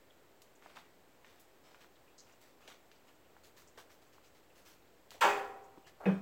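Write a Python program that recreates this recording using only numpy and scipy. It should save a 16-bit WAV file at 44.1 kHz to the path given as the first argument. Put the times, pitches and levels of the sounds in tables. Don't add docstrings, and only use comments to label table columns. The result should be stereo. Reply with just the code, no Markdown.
import sys
import numpy as np
from scipy import signal
from scipy.fft import rfft, irfft
from scipy.io import wavfile
from scipy.ndimage import uniform_filter1d

SR = 44100
rng = np.random.default_rng(int(sys.argv[2]) if len(sys.argv) > 2 else 0)


def materialize(psi):
    bounded = np.clip(np.atleast_2d(psi).T, -1, 1)
    quanta = np.round(bounded * 32767).astype(np.int16)
    wavfile.write(sys.argv[1], SR, quanta)


N = 274125
TIME_S = np.arange(N) / SR
SCUFF_PAN_DB = -2.5


def undb(db):
    return 10 ** (np.asarray(db) / 20)


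def unit(x):
    return x / np.sqrt(np.mean(x ** 2))


def pan(db):
    return undb(np.array([[db], [-db]]) / 2)


def bins_hz(size):
    return np.maximum(np.fft.rfftfreq(size, 1 / SR), 1)


def along(hz, table, column=1):
    rows = np.array(table, float)
    return np.interp(np.log(hz), np.log(rows[:, 0]), rows[:, column])


def add(out, start_s, sound):
    i = int(start_s * SR)
    out[:, i:i + sound.shape[1]] += sound[:, :N - i]


def diffuse(hz, alike_below_hz=510):
    coherence = 0.92 / (1 + (hz / alike_below_hz) ** 2)
    mid, side = rng.standard_normal((2, len(hz))) + 1j * rng.standard_normal((2, len(hz)))
    return np.sqrt(1 + coherence) * mid + np.sqrt(1 - coherence) * side * np.array([[1], [-1]])


def uneven(hz, depth_db, spacing_hz):
    knots = np.arange(256)
    return undb(depth_db * np.interp(hz / spacing_hz, knots, rng.standard_normal(len(knots))))


def hump(hz, centre_hz, octaves):
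    # frequency in Hz, gain in dB.
    mic_colour = [(8200, 2.5), (8900, -3.5), (15000, 4.5)]
    bell = np.exp(-(np.log2(hz / centre_hz) / (2 * octaves)) ** 2)
    return bell / np.sqrt(hz) * undb(along(hz, mic_colour))


def wash(table, size=49152, bands=26):
    t, hz = TIME_S[:size], bins_hz(size)
    noise = diffuse(hz) * uneven(hz, depth_db=4.5, spacing_hz=73.7)
    colour = undb(along(hz, table))
    centres_hz = np.geomspace(70, 16000, bands)
    band_index = np.interp(np.log(hz), np.log(centres_hz), np.arange(bands))
    out = 0
    for k, centre_hz in enumerate(centres_hz):
        t60_s, swell_s = along(centre_hz, table, column=2), along(centre_hz, table, column=3)
        weight = colour * np.maximum(1 - abs(band_index - k), 0)
        envelope = -np.expm1(-t / swell_s) * np.exp(-np.log(1000) * t / t60_s)
        band = irfft(noise * weight, size) * envelope
        out = out + band * np.linalg.norm(weight) / np.linalg.norm(band, axis=1, keepdims=True)
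    return unit(out) / np.sqrt(size)


def ring(modes, swell_cycles, lag_s, scatter_rad_per_khz):
    t, out = TIME_S[:SR], 0
    for hz, db, t60_s in modes:
        scatter_rad = scatter_rad_per_khz * min(hz / 1000, 2) * rng.standard_normal()
        port_rad = (scatter_rad + np.pi * hz * lag_s) * np.array([[-1], [1]])
        path_rad = hz / 200 * rng.standard_normal()
        swell = -np.expm1(-(t * hz / swell_cycles) ** 2)
        decay = np.exp(-np.log(1000) * t / t60_s)
        out = out + undb(db) * swell * decay * np.sin(2 * np.pi * hz * t + path_rad + port_rad)
    return out


def tap(centre_hz, octaves, lag_s=0.00006, size=1024):
    hz = bins_hz(size)
    gain = hump(hz, centre_hz, octaves)
    cepstrum = irfft(np.log(gain / gain.max() + undb(-42)))
    cepstrum[1:size // 2] *= 2
    cepstrum[size // 2 + 1:] = 0
    delay_rad = 2 * np.pi * hz * np.array([[lag_s], [0]])
    click = irfft(np.exp(rfft(cepstrum) - 1j * delay_rad))
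    return click / abs(click).max()


def air(level_db=-63.5):
    # frequency in Hz, relative density in dB.
    spectrum = [(20, -22), (50, -11), (110, -11), (190, -9.5), (380, -3), (600, -5), (1200, -11.5),
                (1900, -13.5), (2600, -16), (4200, -20.5), (6200, -24), (8100, -20.5), (9000, -30.5),
                (15800, -22)]
    hz = bins_hz(N)
    noise = unit(irfft(diffuse(hz) * undb(along(hz, spectrum)), N))
    return noise * undb(level_db) * pan(-1.9)


def handling(centre_hz=82, octaves=0.58, gain_db=-3.5):
    # time in seconds, relative level in dB.
    levels = [(0.0, -78.5), (1.9, -79), (2.89, -82), (3.73, -69.5), (3.93, -77), (4.85, -73.5), (4.97, -80),
              (5.22, -68), (5.8, -74)]
    hz = bins_hz(N)
    rumble = unit(irfft(diffuse(hz) * hump(hz, centre_hz, octaves), N))
    return rumble * undb(gain_db + np.interp(TIME_S, *np.transpose(levels)))


def room_echo(sound):
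    # frequency in Hz, relative density in dB, T60 and swell in seconds.
    echo_bands = [(100, -8, 0.56, .008), (1000, -5.5, 0.6, 0.0089), (5030, -3.5, 0.33, 0.00098),
                  (15500, 5, 0.083, .003)]
    return signal.fftconvolve(sound, wash(echo_bands), axes=1)[:, :N]


def clatter(start_s=5.208, rebound_after_s=0.028, rebound_top_hz=2200, rebound_decay_s=0.037):
    # frequency in Hz, relative level in dB, T60 in seconds.
    modes = [(211, -24, 0.18), (345, -30, 0.33), (406, -30, 0.8), (574, -27, 0.36), (624, -30, 0.36),
             (704, -40, 1.0), (779, -32, 1.0), (835, -28, 0.52), (859, -21, 0.3), (893, -28, 0.43),
             (911, -26, 0.3), (934, -21, 0.3), (967, -32, 0.52), (1048, -25, 0.3), (1123, -20, 0.3),
             (1168, -30, 0.43), (1202, -24, 0.36), (1262, -29, 0.36), (1346, -27, 0.3), (1383, -29, 0.3),
             (1420, -34, 0.65), (1561, -32, 0.36), (1667, -32, 0.3), (1696, -35, 0.52), (1794, -34, 0.36),
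             (1823, -36, 0.43), (1888, -34, 0.36), (2096, -36, 0.43), (2122, -34, 0.3), (2260, -34, 0.3)]
    # frequency in Hz, relative density in dB, T60 and swell in seconds.
    crowd = [(120, -25, 1, 0.025), (293, -14, 0.99, 0.024), (378, -4, 1, 0.0051), (680, -0.5, 1, 0.0054),
             (1220, 3, 0.72, 0.011), (1950, -5.5, 0.61, 0.038), (2720, -3, 0.49, 0.0032),
             (4600, -16.5, 0.48, 0.009), (8100, -18, 0.5, 0.0013), (8800, -26.5, 0.51, 0.00077),
             (15500, -28.5, 0.61, 0.0009)]
    out = np.zeros((2, N))
    add(out, start_s, undb(1.5) * ring(modes, swell_cycles=18.6, lag_s=0.00016, scatter_rad_per_khz=0.62))
    add(out, start_s, undb(9) * wash(crowd))
    rebound = signal.sosfilt(signal.butter(2, rebound_top_hz, fs=SR, output="sos"), wash(crowd))
    damping = np.exp(-TIME_S[:rebound.shape[1]] / rebound_decay_s)
    add(out, start_s + rebound_after_s, undb(9) * rebound * damping)
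    return out * pan(-1.6)


def thud(start_s=6.0555, crack_hz=2200):
    # frequency in Hz, relative level in dB, T60 in seconds.
    modes = [(168, -25, 0.33), (192.8, -14.5, 0.31), (460, -47, 0.28), (472, -36, 0.3), (491, -37, 0.23),
             (630, -41, 0.24), (781, -39.5, 0.38)]
    # frequency in Hz, relative density in dB, T60 and swell in seconds.
    rattle = [(45, -53, 0.5, .01), (110, -10, 0.46, .01), (250, -7.5, 0.46, 0.014), (454, 3, 0.23, 0.0038),
              (740, -10.5, 0.3, 0.0056), (1060, -12, 0.33, 0.011), (2400, -13.5, 0.32, .001),
              (3180, -23, 0.31, .002), (4130, -36, 0.61, 0.0022), (15500, -54.5, .7, .002)]
    boom = ring(modes, swell_cycles=3.8, lag_s=-0.00021, scatter_rad_per_khz=0.24)
    out = np.zeros((2, N))
    add(out, start_s, undb(-1) * boom)
    add(out, start_s, undb(1) * wash(rattle))
    add(out, start_s + 0.0011, undb(-32) * tap(crack_hz, octaves=0.25))
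    return out * pan(-1.6)


def scuff(length_s, centre_hz, octaves, grain_db=2.5, attack_share=0.045, size=16384):
    hz = bins_hz(size)
    progress = TIME_S[:size] / length_s
    roughness = unit(uniform_filter1d(rng.standard_normal(size), size=50))
    grains = unit(undb(grain_db * roughness))
    colour = hump(hz, centre_hz, octaves) * uneven(hz, depth_db=2.5, spacing_hz=218.4)
    envelope = -np.expm1(-progress / attack_share) * np.exp(-progress ** 2.34)
    return unit(irfft(diffuse(hz) * colour)) * grains * envelope


def crunch(click, grit_db=-1, decay_s=0.0061, size=1024):
    grains = rng.standard_normal((2, size)) * np.exp(-TIME_S[:size] / decay_s)
    grains *= undb(grit_db) / np.linalg.norm(grains, axis=1, keepdims=True)
    grains[:, 0] += 1
    return undb(-3) * signal.fftconvolve(click, grains, axes=1)


def width_share(hz, pad_below_hz=1710):
    return min(hz / pad_below_hz, 1)


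def scamper(level_db=-77, spread_db=5, centre_hz=4300, spread_octaves=0.55, count=60):
    starts_s = rng.uniform(0.46, 6, count)
    out = np.zeros((2, N))
    for start_s, (force, pitch) in zip(starts_s, rng.standard_normal((count, 2))):
        hz = np.clip(centre_hz * 2 ** (spread_octaves * pitch), 1000, 8000)
        scratch = scuff(length_s=0.017, centre_hz=hz, octaves=0.16, size=4096)
        add(out, start_s, undb(level_db + spread_db * force) * scratch)
    return out * pan(-1.5)


def gallop(start_s=4.015, stride_s=0.11, level_db=-67, spread_db=1, strides=4):
    out = np.zeros((2, N))
    for k, force in enumerate(rng.standard_normal(strides)):
        step = scuff(length_s=0.046, centre_hz=3300, octaves=1, size=8192)
        add(out, start_s + k * stride_s, undb(level_db + spread_db * force) * step)
    return out * pan(SCUFF_PAN_DB)


def slides(scuff_octaves=1.27, scratch_octaves=0.24, squeak_octaves=0.066, squeak_db=-68):
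    # start and length in seconds, level in dB, pitch in Hz.
    scuffs = [(0.62, 0.2, -61, 1560), (0.754, 0.06, -53.5, 1630), (1.246, 0.17, -65.5, 2400),
              (1.634, 0.16, -63, 1690), (1.804, 0.056, -58.5, 1970), (2.258, 0.1, -64.5, 1690),
              (2.406, 0.11, -64, 3400), (2.604, 0.12, -63.5, 1690), (2.673, 0.072, -54.5, 1910),
              (3.069, 0.048, -64, 2400), (3.432, 0.06, -60, 4470), (3.564, 0.07, -59, 4870),
              (3.773, 0.05, -53.5, 2350), (3.897, 0.06, -61.5, 3240), (4.553, 0.084, -63, 3900),
              (4.649, 0.1, -59, 4400), (5.106, 0.072, -55.5, 3380), (5.144, 0.038, -55, 580),
              (5.775, 0.014, -52.5, 380), (5.865, 0.038, -55.5, 1800), (5.999, 0.15, -47, 700)]
    # start and length in seconds, level in dB, pitch in Hz.
    scratches = [(2.179, 0.043, -55.5, 5830), (3.671, 0.031, -64, 6650)]
    # start and length in seconds, pitch in Hz.
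    squeaks = [(0.1, 0.021, 3350), (2.074, 0.036, 2560), (2.615, 0.14, 2740), (3.077, 0.027, 3060),
               (3.246, 0.021, 2990), (5.845, 0.029, 2850)]
    out = np.zeros((2, N))
    for start_s, length_s, db, hz in scuffs:
        add(out, start_s, undb(db) * scuff(length_s, hz, scuff_octaves * width_share(hz)))
    for start_s, length_s, db, hz in scratches:
        add(out, start_s, undb(db) * scuff(length_s, hz, scratch_octaves))
    for start_s, length_s, hz in squeaks:
        add(out, start_s, undb(squeak_db) * scuff(length_s, hz, squeak_octaves))
    return out * pan(SCUFF_PAN_DB)


def footfalls(octaves=0.63, pan_db=-3.5):
    # start in seconds, relative level in dB, pitch in Hz, echo send in dB.
    taps = [(0.4196, -35.5, 6000, -1.5), (0.624, -46, 1630, 6), (0.6609, -37.5, 1050, -16),
            (0.7698, -37.5, 1470, 4), (0.7729, -37, 1300, -6), (1.2463, -40, 1680, 6),
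            (1.3975, -41.5, 8500, 7), (1.746, -42, 1570, 5), (1.814, -46, 2200, -9),
            (1.845, -46.5, 1200, -12), (2.4165, -39.5, 13000, -14), (2.678, -34, 3280, 6),
            (2.68, -50.5, 523, 3), (2.9158, -41.5, 2830, 5), (3.3663, -45.5, 1120, -13),
            (3.776, -47, 553, 4), (3.905, -49, 1280, -11), (4.182, -46.5, 970, -12),
            (5.1067, -32.5, 5000, -2), (5.118, -42, 1110, -3), (5.7747, -49.5, 900, -2),
            (6.003, -47, 750, 5), (6.039, -40.5, 1250, 18)]
    direct, send = np.zeros((2, 2, N))
    for start_s, db, hz, send_db in taps:
        click = undb(db) * crunch(tap(hz, octaves * width_share(hz)))
        add(direct, start_s, click * pan(pan_db))
        add(send, start_s, click * undb(send_db))
    return direct, send


def paws(slide_send_db=-4):
    running = scamper() + gallop()
    tapping, tap_send = footfalls()
    sliding = slides()
    send = running + tap_send + sliding * undb(slide_send_db)
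    return running + tapping + sliding + room_echo(send[:1])


def scene():
    return paws() + clatter() + thud() + air() + handling()


def record(dry, top_hz=15850, dc_offset=-0.0004):
    lowpass = signal.ellip(10, 0.2, 80, top_hz, fs=SR, output="sos")
    return signal.sosfilt(lowpass, dry + dc_offset)


dry = scene()
out = record(dry)
materialize(out)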